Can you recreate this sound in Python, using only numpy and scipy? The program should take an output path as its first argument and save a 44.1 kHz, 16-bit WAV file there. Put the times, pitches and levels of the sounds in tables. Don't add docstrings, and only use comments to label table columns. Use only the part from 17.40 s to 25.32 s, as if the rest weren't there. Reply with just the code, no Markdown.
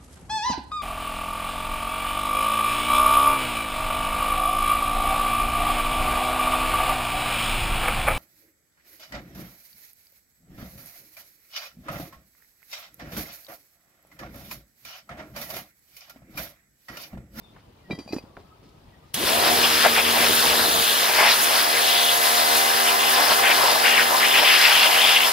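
import sys
import numpy as np
from scipy import signal
from scipy.fft import rfft, irfft, next_fast_len
from scipy.io import wavfile
from scipy.ndimage import uniform_filter1d, map_coordinates

SR = 44100
rng = np.random.default_rng(int(sys.argv[2]) if len(sys.argv) > 2 else 0)


def master(y):
    cut = np.clip(np.atleast_2d(y).T, -1, 1)
    pcm = np.round(cut * 32767)
    wavfile.write(sys.argv[1], SR, pcm.astype(np.int16))


def magnitude_from_level(level_db):
    exponent = np.asarray(level_db, float) / 20
    return 10 ** exponent


N = 349272
TIME = np.arange(N) / SR
TRIGGER = 1.7415

# [f/Hz, correlation]
NEAR_ALIKE = [(40, .6), (200, .85), (400, .62), (700, .72), (1400, .5), (3000, .86), (4500, .68),
              (7000, .46), (15000, .43)]
# [f/Hz, gain/dB]
WIND_CUT = [(100, -10), (250, -8), (470, -4), (900, -0.5)]


def unit(x):
    return x / np.sqrt(np.mean(x ** 2) + 1e-20)


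def along(points, hz):
    f, v = np.transpose(points)
    return np.interp(np.log(hz + 1), np.log(f + 1), v)


def curves(rows):
    s, *cols = np.transpose(rows)
    return [np.interp(TIME, s, c) for c in cols]


def wobble(rate):
    knots = rng.standard_normal(int(N * rate / SR) + 4)
    return map_coordinates(knots, [np.arange(N) * rate / SR])


def filtered(x, response):
    m = next_fast_len(N + SR // 2)
    return irfft(rfft(x, m) * response(np.fft.rfftfreq(m, 1 / SR)), m)[..., :N]


def rush(spectrum, patchy_db):
    z = signal.stft(rng.standard_normal(N), nperseg=512)[2]
    field = rng.standard_normal(z.shape)
    field = uniform_filter1d(uniform_filter1d(field, 6, 0), 8, 1)
    x = signal.istft(z * magnitude_from_level(patchy_db * unit(field)), nperseg=512)[1][:N]
    return unit(filtered(x, lambda hz: magnitude_from_level(along(spectrum, hz))))


def spread(x, alike, lag=0., t60=0):
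    if t60:
        k = np.arange(SR // 8)
        tail = rng.standard_normal(SR // 8) * magnitude_from_level(-60 * k / SR / t60)
        scatter = signal.fftconvolve(x, tail / np.linalg.norm(tail))[:N]
    else:
        z = signal.stft(x, nperseg=256)[2]
        shuffled = z * np.exp(2j * np.pi * rng.random(z.shape))
        scatter = np.sqrt(2) * signal.istft(shuffled, nperseg=256)[1][:N]

    def weights(hz):
        angle = np.arccos(np.clip(along(alike, hz), -1, 1)) / 2
        return np.array([np.cos(angle), np.sin(angle)])

    mid, side = filtered(np.array([x, scatter]), weights)
    late_left = np.array([[1], [-1]]) * lag / 2
    ports = np.array([mid + side, mid - side])
    return filtered(ports, lambda hz: np.exp(-2j * np.pi * hz * late_left))


def grains(pitch_hz, scatter, cycles, size_db, count, size):
    when, chance = rng.random((count, 2)), rng.standard_normal((count, 1))
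    at = (when[:, :1] * N).astype(int)
    hz, k = pitch_hz[at] * np.exp(scatter * chance), np.arange(size)
    turns = hz * k / SR
    size_gain = magnitude_from_level(-size_db * np.log(when[:, 1:] + 0.0032))
    tones = np.sin(2 * np.pi * turns) * turns * np.exp(-turns / cycles)
    return np.bincount((at + k).ravel(), (size_gain * tones).ravel(), N + size)[:N]


def crossing(s, length):
    t = TIME - s
    return np.clip(np.minimum(t, length - t) / 0.025 + .5, 0, 1)


def town():
    # [f/Hz, level per Hz/dB]
    traffic_spectrum = [(15, -35), (30, -1.5), (80, 0.5), (450, -12.5), (950, -13.5), (1500, -23),
                        (4500, -28), (6500, -38)]
    # [f/Hz, level per Hz/dB]
    air_spectrum = [(1500, -20), (2500, 0), (5500, -3), (6300, -10), (15000, -11)]
    # [f/Hz, correlation]
    far_alike = [(100, 0.84), (350, 0.9), (600, 0.056), (15000, .05)]
    swell_db = .7 * wobble(3) + .5 * wobble(14)
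    traffic = magnitude_from_level(-53.5 + swell_db) * rush(traffic_spectrum, patchy_db=1.2)
    air = magnitude_from_level(-72) * rush(air_spectrum, patchy_db=.5)
    return spread(traffic + air, far_alike)


def birds():
    # [t/s, length/s, start f/Hz, end f/Hz, level/dB]
    whistles = [(.005, 0.13, 3570, 3580, -69), (.06, .05, 3300, 3320, -75), (.38, 0.05, 2280, 2480, -75),
                (.39, .06, 2150, 2050, -77), (.43, 0.071, 1920, 1890, -70), (.87, 0.16, 1160, 1100, -70),
                (1.038, 0.052, 1313, 1300, -69), (1.095, 0.056, 1320, 1270, -65),
                (1.143, 0.3, 1280, 1290, -76), (1.08, .035, 2600, 2700, -79),
                (1.47, 0.044, 3400, 2800, -81), (1.482, 0.039, 2450, 2100, -81),
                (1.522, .045, 1950, 1870, -72), (1.62, 0.076, 1190, 1260, -69)]
    out, waver = np.zeros(N), 1 + .012 * wobble(120)
    for s, length, hz, end_hz, db in whistles:
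        start, u = round(s * SR), np.linspace(0, 1, round(length * SR))
        pitch = (hz + (end_hz - hz) * u) * waver[start:][:len(u)]
        swell = np.sin(np.pi * u) ** 0.64
        tone = np.sin(2 * np.pi * np.cumsum(pitch) / SR)
        out[start:][:len(u)] += magnitude_from_level(db + 8.5) * swell * tone
    return spread(out * magnitude_from_level(3 * wobble(70)), [(1000, .5)], t60=.2)


def boot():
    # [t/s, level/dB, rise/s, t60/s, centre f/Hz]
    scuffs = [(.03, -67, .003, .03, 4400), (.09, -69, .003, .03, 6100), (.11, -61, .08, .16, 1500),
              (.162, -46, .002, .05, 800), (.19, -62, .012, .06, 2600), (.354, -66, .003, .04, 600),
              (.415, -67, .002, .03, 4400), (.452, -68, .002, .03, 4400), (.479, -48, .022, .6, 350),
              (.49, -62, .015, .3, 4000), (.51, -46, .005, .15, 600), (.511, -55, .003, .2, 3200),
              (.5875, -49, .002, .2, 600), (.588, -52, .002, .13, 3300), (.658, -50, .08, .9, 350),
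              (.676, -60, .003, .3, 3800), (.725, -52, .002, .09, 4200), (.727, -60, .003, .1, 11500),
              (.733, -47, .004, .15, 550), (.762, -50, .002, .05, 2600), (.766, -63, .01, .2, 12500),
              (.784, -55, .002, .1, 4000), (.825, -58, .002, .05, 3000), (.84, -53, .01, .15, 500),
              (.968, -56, .001, .05, 2500), (.971, -48, .016, .16, 350), (.982, -59, .018, .12, 3200),
              (1.211, -52, .022, .4, 220), (1.222, -62, .018, .5, 3400), (1.285, -62, .008, .07, 5300),
              (1.47, -65, .02, .12, 2600), (1.62, -65, .075, .3, 3900)]
    # [f/Hz, gain/dB]
    dull = [(5600, 0), (6200, -6), (9000, -6), (10500, 0)]
    out, t = np.zeros(N + SR), np.arange(SR // 2) / SR
    for s, db, rise, t60, hz in scuffs:
        band = signal.butter(2, [.5 * hz, min(1.8 * hz, SR / 2.2)], "band", fs=SR)
        slips = rng.standard_normal(len(t)) * magnitude_from_level(2 * rng.standard_normal(len(t)))
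        grit = unit(signal.lfilter(*band, slips))
        fall_db = -60 * np.maximum(t - rise, 0) / t60
        out[round(s * SR):][:len(t)] += magnitude_from_level(db + fall_db) * np.minimum(t / rise, 1) * grit
    return spread(filtered(out[:N], lambda hz: magnitude_from_level(along(dull, hz))), NEAR_ALIKE)


def casting():
    # [t/s, crack level/dB, low modes level/dB, high modes level/dB]
    knocks = [(.499, -48, -58, -58), (0.5082, -44, -26.5, -40.5), (0.526, -44, -49, -52),
              (0.5877, -32, -44, -41), (.676, -49, -47, -45), (0.689, -47, -44, -49), (.714, -50, -47, -52),
              (0.7242, -36, -36, -38), (.732, -40, -38, -50), (0.763, -33, -50, -48),
              (0.783, -38, -37, -39.5), (.825, -41, -64, -56)]
    # [f/Hz, level/dB, t60/s]
    iron_modes = [(1970, -14, 0.24), (2370, 2, 0.069), (3200, -23, 0.4), (3900, -7, 0.13), (4700, -1, 0.23),
                  (5330, -16, .3), (5650, -9.5, 0.085), (6030, -21, 0.5), (6895, -33, .6),
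                  (7200, -32, 0.25), (8535, -35, .18), (9383, -31, .7), (11620, -31, .12), (12650, -28, .2),
                  (5220, -24, .2), (7420, -35, .4), (7910, -41, .25), (8850, -35, .25), (9625, -36, .5),
                 (10965, -32, .3), (11460, -30, .15), (13070, -30, .12), (13450, -34, .25),
                 (13880, -31, .15), (14800, -32, .1), (15400, -33, .1)]
    seated = .735
    out, t = np.zeros(N + SR), np.arange(SR // 2) / SR
    hz, mode_db, t60 = np.transpose(iron_modes)[:, :, None]
    dull = signal.butter(3, 6000, fs=SR)
    for s, crack_db, low_db, high_db in knocks:
        lift = 1 + (hz < 4300) * np.interp(s, [.53, .6, .78], [0, .025, .055])
        lift += (hz < 5000) * 0.008 * (s > .7)
        level = mode_db + np.where(hz < 4300, low_db, high_db) + 5 * (hz > 6500)
        level += np.where(hz < 5000, 1.5, 3.5) * rng.standard_normal(hz.shape)
        level -= 14 * (np.abs(hz - 3200) < 100) * (s > .55)
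        level += 2 * (hz > 5200) * (s > .72)
        landing = np.clip((s + t - seated) / .008, 0, 1)
        level = level - 11 * (hz < 5200) * (s < seated) * landing
        ring = np.sum(magnitude_from_level(level - 60 * t / t60) * np.sin(2 * np.pi * hz * lift * t), axis=0)
        noise = signal.lfilter(*dull, 1.1 * rng.standard_normal(len(t)))
        crack = magnitude_from_level(crack_db) * (magnitude_from_level(-60 * t / 0.01) + magnitude_from_level(-19 - 60 * t / .2)) * noise
        out[round(s * SR):][:len(t)] += (ring + crack) * (1 - np.exp(-t / 0.0011))
    boot_damping = np.clip((.815 - TIME) / 0.042, magnitude_from_level(-17), 1)
    chatter = magnitude_from_level(2.2 * wobble(150))
    return boot_damping * chatter * out[:N]


def asphalt():
    # [t/s, peak level/dB, f/Hz]
    thuds = [(.478, -44, 190), (.5, -30, 480), (0.5044, -25, 201), (0.5092, -26, 660), (0.511, -22, 292),
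             (0.525, -30, 420), (0.5316, -25, 163), (.55, -36, 280), (0.579, -36, 350), (0.588, -27, 282),
             (0.596, -34, 330), (.61, -38, 300), (.661, -38, 230), (.677, -35, 650), (0.691, -35, 600),
             (.707, -34, 211), (0.724, -32, 714), (0.732, -17.5, 332), (.742, -28, 373), (.751, -27.5, 380),
             (0.764, -21, 262), (.784, -31, 523), (0.838, -39, 230), (0.9685, -31, 1440), (0.974, -33, 690),
             (1.002, -45, 500)]
    out, t = np.zeros(N + SR), np.arange(SR // 2) / SR
    dull = signal.butter(2, 800, fs=SR)
    for s, db, hz in thuds:
        decay = magnitude_from_level(-60 * t * hz / 7.4)
        push = decay * np.sin(2 * np.pi * hz * t) * (1 - np.exp(-t * hz * 4))
        grit = unit(signal.lfilter(*dull, rng.standard_normal(len(t))))
        out[round(s * SR):][:len(t)] += magnitude_from_level(db + 5.5) * (push + magnitude_from_level(-17.5 - 60 * t / 0.039) * grit)
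    return out[:N]


def part():
    alike = [(1000, .97), (1500, .7), (2400, .9), (5000, .85), (8000, .5)]
    return spread(casting() + asphalt(), alike, t60=.03)


def pump():
    # [t/s, stroke rate f/Hz]
    runup = [(1.745, 13), (1.8, 33), (1.84, 41.5), (1.875, 60), (1.91, 71.5), (1.97, 77.5), (2.05, 79.3),
             (2.3, 77.86)]
    # [t/s, stroke rate f/Hz]
    running = [(2.65, 77.5), (3.85, 77.6), (4.75, 77.9), (5.05, 78.55), (5.9, 78.9), (7.92, 79.25)]
    # [multiple of the stroke rate, level shaded by the operator/dB, level unshaded/dB]
    harmonics = [(1, -49.5, -50), (2, -54, -53), (3, -38, -41), (4, -44, -46.5), (5, -39.5, -40.5),
                 (6, -36, -38.5), (7, -48, -41), (8, -40, -38), (9, -41, -32), (10, -47, -32.5),
                 (11, -46, -41), (12, -44, -38), (13, -49, -34.5), (14, -37, -39), (15, -33, -38),
                 (16, -37, -37), (17, -45, -43), (19, -45, -43), (21, -44, -42), (22, -43, -38),
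                 (23, -38, -41), (26, -48, -36)]
    # [t/s, harmonics level/dB, motor noise level/dB, unshaded share 0-1]
    course = [(1.745, -12, -38, 0.8), (1.835, 0, -33, 0.9), (1.865, -6, -34, 0.7), (1.92, -0.5, -34, 0.85),
              (2.18, -0.5, -29.5, 0.86), (2.28, -2, -33.5, 0.26), (3.4, -1, -31.5, 0.2),
              (4.2, -0.5, -31, 0.86), (5, 1.5, -34, 1), (6.5, 2, -29, 0.97), (7.92, -1, -39.5, 1)]
    # [f/Hz, level per Hz/dB]
    motor_spectrum = [(24, -60), (40, -24.5), (210, -18), (355, -8), (896, -5), (2600, -11.5), (3380, -36),
                      (5720, -120)]
    lag = .00034
    speed, = curves(runup + running)
    angle = 2 * np.pi * np.cumsum(speed * (1 + 0.0016 * wobble(8))) / SR
    lines_db, noise_db, free = curves(course)
    lines = np.zeros(N)
    for k, shaded_db, open_db in harmonics:
        level = lines_db + shaded_db + free * (open_db - shaded_db) + 4.0
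        level += 1.0 * wobble(2.915) + 2.0 * wobble(22)
        shake = (speed / speed.max()) ** (1.6 * (k != 9))
        lines += magnitude_from_level(level) * shake * np.sin(k * angle + 2 * np.pi * rng.random())
    noise = (1 + 0.2 * np.sin(angle)) * rush(motor_spectrum, patchy_db=2.0)
    noise = magnitude_from_level(noise_db) * filtered(noise, lambda hz: magnitude_from_level(-along(WIND_CUT, hz)))
    on = TIME > TRIGGER
    noise_alike = [(60, .7), (300, .9), (1500, .8)]
    return spread(on * lines, [(100, 1)], lag) + spread(on * noise, noise_alike, lag)


def pool_splash():
    # [t/s, length/s, level/dB]
    digs = [(1.881, 0.048, -28), (1.98, 0.15, -29), (2.206, 0.097, -32), (2.442, 0.026, -18),
            (2.488, 0.04, -26.5), (2.572, 0.029, -24), (2.747, 0.11, -26), (3.025, 0.11, -28),
            (3.184, 0.062, -28), (3.65, 0.098, -29), (3.75, 0.045, -23), (3.797, .03, -20.5),
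            (3.828, 0.045, -18), (3.877, 0.032, -22.5), (4.1, 0.063, -24), (5.461, 0.36, -30),
            (5.769, 0.072, -22.5), (5.881, 0.051, -19.5), (5.992, 0.14, -26.5), (6.178, 0.19, -23),
            (6.57, 0.064, -32), (6.677, 0.11, -25.5), (6.812, 0.045, -30), (6.97, 0.083, -22.5),
            (7.277, 0.3, -26.5), (7.56, 0.24, -28.5), (7.825, 0.069, -25)]
    # [f/Hz, level per Hz/dB]
    splash_spectrum = [(40, -29), (90, -15), (200, -14.5), (400, -9), (650, 1), (1000, 0.5), (1450, -12.5),
                       (2500, -27)]
    power = magnitude_from_level(2 * -35)
    for s, length, db in digs:
        power = power + magnitude_from_level(2 * db) * crossing(s, length)
    unsteady = magnitude_from_level(1.4 * wobble(40) + 1.6 * wobble(110))
    return np.sqrt(power) * unsteady * rush(splash_spectrum, patchy_db=2.5)


def spray_band(flutter):
    # [t/s, level/dB, f/Hz]
    band_course = [(1.8, -28, 3530), (2.0, -30, 3740), (2.3, -29.5, 3300), (2.75, -28.5, 3420),
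                   (2.95, -26.5, 3630), (3.25, -26.5, 4070), (3.55, -25.5, 3430), (3.72, -32, 3970),
                   (3.84, -33, 3388), (3.92, -22, 4100), (4.0, -38, 3800), (4.1, -36, 4200), (4.3, -31.5, 3970),
                   (4.5, -23, 3900), (4.72, -26.5, 3900), (4.9, -30, 4213), (5.2, -27.5, 3900),
                   (5.5, -47, 3495)]
    ringing_db, ringing_hz = curves(band_course)
    ringing_db -= 40 * np.maximum(TIME - band_course[-1][0], 0)
    tones = grains(ringing_hz, scatter=.11, cycles=1.6, size_db=3.0, count=30000, size=120)
    return magnitude_from_level(ringing_db + .5 * flutter) * unit(tones)


def bore_song(recess_hz):
    # [f/Hz, bandwidth/Hz, level/dB]
    bores = [(1655, 74, -2.5), (2050, 55, -2.5), (2440, 90, -10), (2800, 73, -2), (3030, 100, -4),
             (3400, 82, 0), (4100, 70, -7.5), (4760, 60, -4)]
    song = np.zeros(N)
    for hz, width, db in bores:
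        resonator = signal.iirpeak(hz, hz / width, fs=SR)
        tone = unit(signal.lfilter(*resonator, rng.standard_normal(N)))
        nearness = np.exp(-(np.log(recess_hz / hz) / .3) ** 2 / 2)
        song += magnitude_from_level(db + 3.5 * wobble(12)) * nearness * tone
    return unit(song)


def recess_howl(contact_db, flutter):
    # [t/s, length/s, howl level/dB, f/Hz]
    howls = [(2.018, 0.096, -35, 2190), (2.237, 0.024, -21.5, 2780), (2.296, 0.09, -40, 2520),
             (2.442, 0.042, -21.5, 2000), (2.553, 0.025, -22.5, 2000), (2.578, 0.025, -19, 2520),
             (2.642, 0.037, -24.5, 2560), (2.742, 0.13, -25.5, 2298), (3.07, 0.067, -26.5, 2690),
             (3.642, 0.1, -28.5, 2080), (3.753, .03, -26, 1890), (3.782, 0.046, -20, 2150),
             (3.83, 0.078, -19, 2300), (4.113, 0.03, -32, 1880), (4.34, 0.058, -25.5, 2230),
             (4.417, 0.31, -26, 3223), (5.476, 0.025, -25, 2600), (5.598, 0.12, -27.5, 2960),
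             (5.762, 0.064, -28.5, 3220), (5.9, 0.039, -27, 2900), (6.032, 0.089, -18, 2240),
             (6.441, .04, -18, 2200), (6.48, 0.045, -21, 2500), (6.534, 0.044, -20, 2440),
             (6.569, 0.053, -18, 2110), (6.815, 0.037, -18, 2150), (6.853, 0.08, -22.5, 2890),
             (6.944, 0.066, -17.5, 2570), (7.03, 0.036, -20, 2490), (7.056, 0.043, -18.5, 2750),
             (7.1, 0.077, -18, 2560), (7.186, 0.074, -20, 2500), (7.246, 0.093, -19, 2480),
             (7.347, 0.13, -18.5, 2850), (7.502, 0.13, -21, 2570), (7.623, 0.11, -18, 2950),
             (7.748, 0.033, -15, 2800), (7.797, 0.066, -21.5, 2750)]
    # [f/Hz, gain/dB]
    howl_spectrum = [(500, -30), (1000, 18.5), (1800, 5), (2700, 6.5), (3550, 10), (4000, 3), (6000, -22),
                     (12000, -50)]
    face_power, face_hz = magnitude_from_level(2 * (-32 + contact_db)), 2730
    power, weighted_hz = face_power, face_power * face_hz
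    for s, length, db, hz in howls:
        recess_power = magnitude_from_level(2 * db) * crossing(s, length)
        power = power + recess_power
        weighted_hz = weighted_hz + recess_power * hz
    recess_hz = weighted_hz / power
    howl = grains(recess_hz, scatter=.18, cycles=2.0, size_db=2.2, count=30000, size=150)
    howl = unit(filtered(howl, lambda hz: magnitude_from_level(along(howl_spectrum, hz))))
    howl = magnitude_from_level(.7 * flutter + 1.1 * wobble(45)) * howl
    sound = np.sqrt(power) * (howl + magnitude_from_level(-5) * bore_song(recess_hz))
    return sound, 1 - face_power / power


def hiss_and_spray(strength_db, contact_db, buried, flutter):
    # [t/s, gain of hiss/dB]
    glances = [(2.1, 2), (3.94, 2.5), (4.01, 3), (5.16, 2.5), (5.48, 0), (5.69, 3), (5.94, 2)]
    # [f/Hz, level per Hz/dB]
    hiss_spectrum = [(4500, -14), (5700, -2.5), (6600, -1), (7500, -4.5), (8800, -2.5), (10200, 2),
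                     (12500, -0.5), (15800, -1)]
    # [f/Hz, level per Hz/dB]
    spray_spectrum = [(530, -47), (900, -9), (1700, -1.5), (2200, -8.5), (3700, -5), (5450, -4),
                      (6100, -20), (7000, -22.5)]
    glance_db = sum(db * crossing(s, 0.046) for s, db in glances)
    hiss_db = strength_db + 1.5 + glance_db - 0.5 * buried
    hiss_db += .5 * flutter + 0.4 * wobble(9) + 0.22 * wobble(370)
    spray_db = -23 + 0.07 * (strength_db - strength_db.mean()) + contact_db - 0.63 * glance_db
    spray_db += 0.69 * flutter + 1.4 * wobble(14) + 0.59 * wobble(300)
    hiss = magnitude_from_level(hiss_db) * rush(hiss_spectrum, patchy_db=1.0)
    spray = magnitude_from_level(spray_db) * rush(spray_spectrum, patchy_db=0.8)
    return hiss, spray


def jet():
    # [t/s, jet level at the camera/dB, contact level with the metal/dB]
    aim = [(1.95, -25.5, -1.5), (2.15, -25, 0.5), (2.4, -25, 1), (2.52, -26.5, -1), (2.7, -25, -0.5),
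           (3.05, -22.5, -1.5), (3.25, -24, -2), (3.35, -23.5, -2), (3.85, -24.5, 3), (4.6, -23.5, -1.5),
           (4.95, -22.5, -0.5), (5.4, -24, 0.5), (5.55, -24.5, 1.5), (6.4, -25.5, 1.5), (6.8, -25.5, -1),
           (7.0, -25, 3.5), (7.55, -23.5, 2.5), (7.8, -25.5, 2), (7.92, -25, -0.5)]
    strength_db, contact_db = curves(aim)
    flutter = wobble(25)
    recess, buried = recess_howl(contact_db, flutter)
    hiss, spray = hiss_and_spray(strength_db, contact_db, buried, flutter)
    t = TIME - TRIGGER
    valve = np.clip(t / 0.00091, 0, 1)
    leak = magnitude_from_level(-19) * np.clip(1 + t / .007, 0, 1) * (t < 0)
    spit = 1.9 * np.exp(-np.abs(t) / 0.0066)
    pressure = 1 - (1 - 0.41) * np.exp(-(t / 0.12) ** 2)
    flow = (pressure + spit) * hiss
    flow += (pressure + .3 * spit) * (spray + recess + spray_band(flutter))
    flow += pressure * pool_splash()
    return spread((valve + leak) * flow, NEAR_ALIKE)


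def scene():
    return town() + birds() + boot() + part() + pump() + jet()


def low_pass(x):
    return signal.sosfilt(signal.butter(12, 15765, fs=SR, output="sos"), x)


def record(dry):
    # [f/Hz, level/dB]
    port_db = [(60, 1.5), (600, 1), (1500, 2.3), (5200, 3), (6000, -5.5), (7000, -6), (8000, -1.5),
               (15000, 0)]
    # [f/Hz, phase/rad]
    port_lead = [(2000, 0.077), (3500, 0.51), (4800, 0.73), (6000, 2), (7000, 1.26), (8200, 0.54),
                 (16000, 1.6)]
    sign = np.array([[.5], [-.5]])

    def port_response(hz):
        return magnitude_from_level(sign * along(port_db, hz)) * np.exp(-1j * sign * along(port_lead, hz))

    def band(hz):
        return np.clip((15800 - hz) / 90, 0, 1) * hz ** 2 / (hz ** 2 + 30 ** 2)

    ports = filtered(dry, port_response)
    thinned = filtered(ports, lambda hz: magnitude_from_level(along(WIND_CUT, hz)))
    on = np.clip((TIME - 3.42) / 0.014, 0, 1)
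    full = np.tanh(.9 * (ports + on * (thinned - ports))) / .9
    return low_pass(filtered(full, band))


dry = scene()
out = record(dry)
master(out)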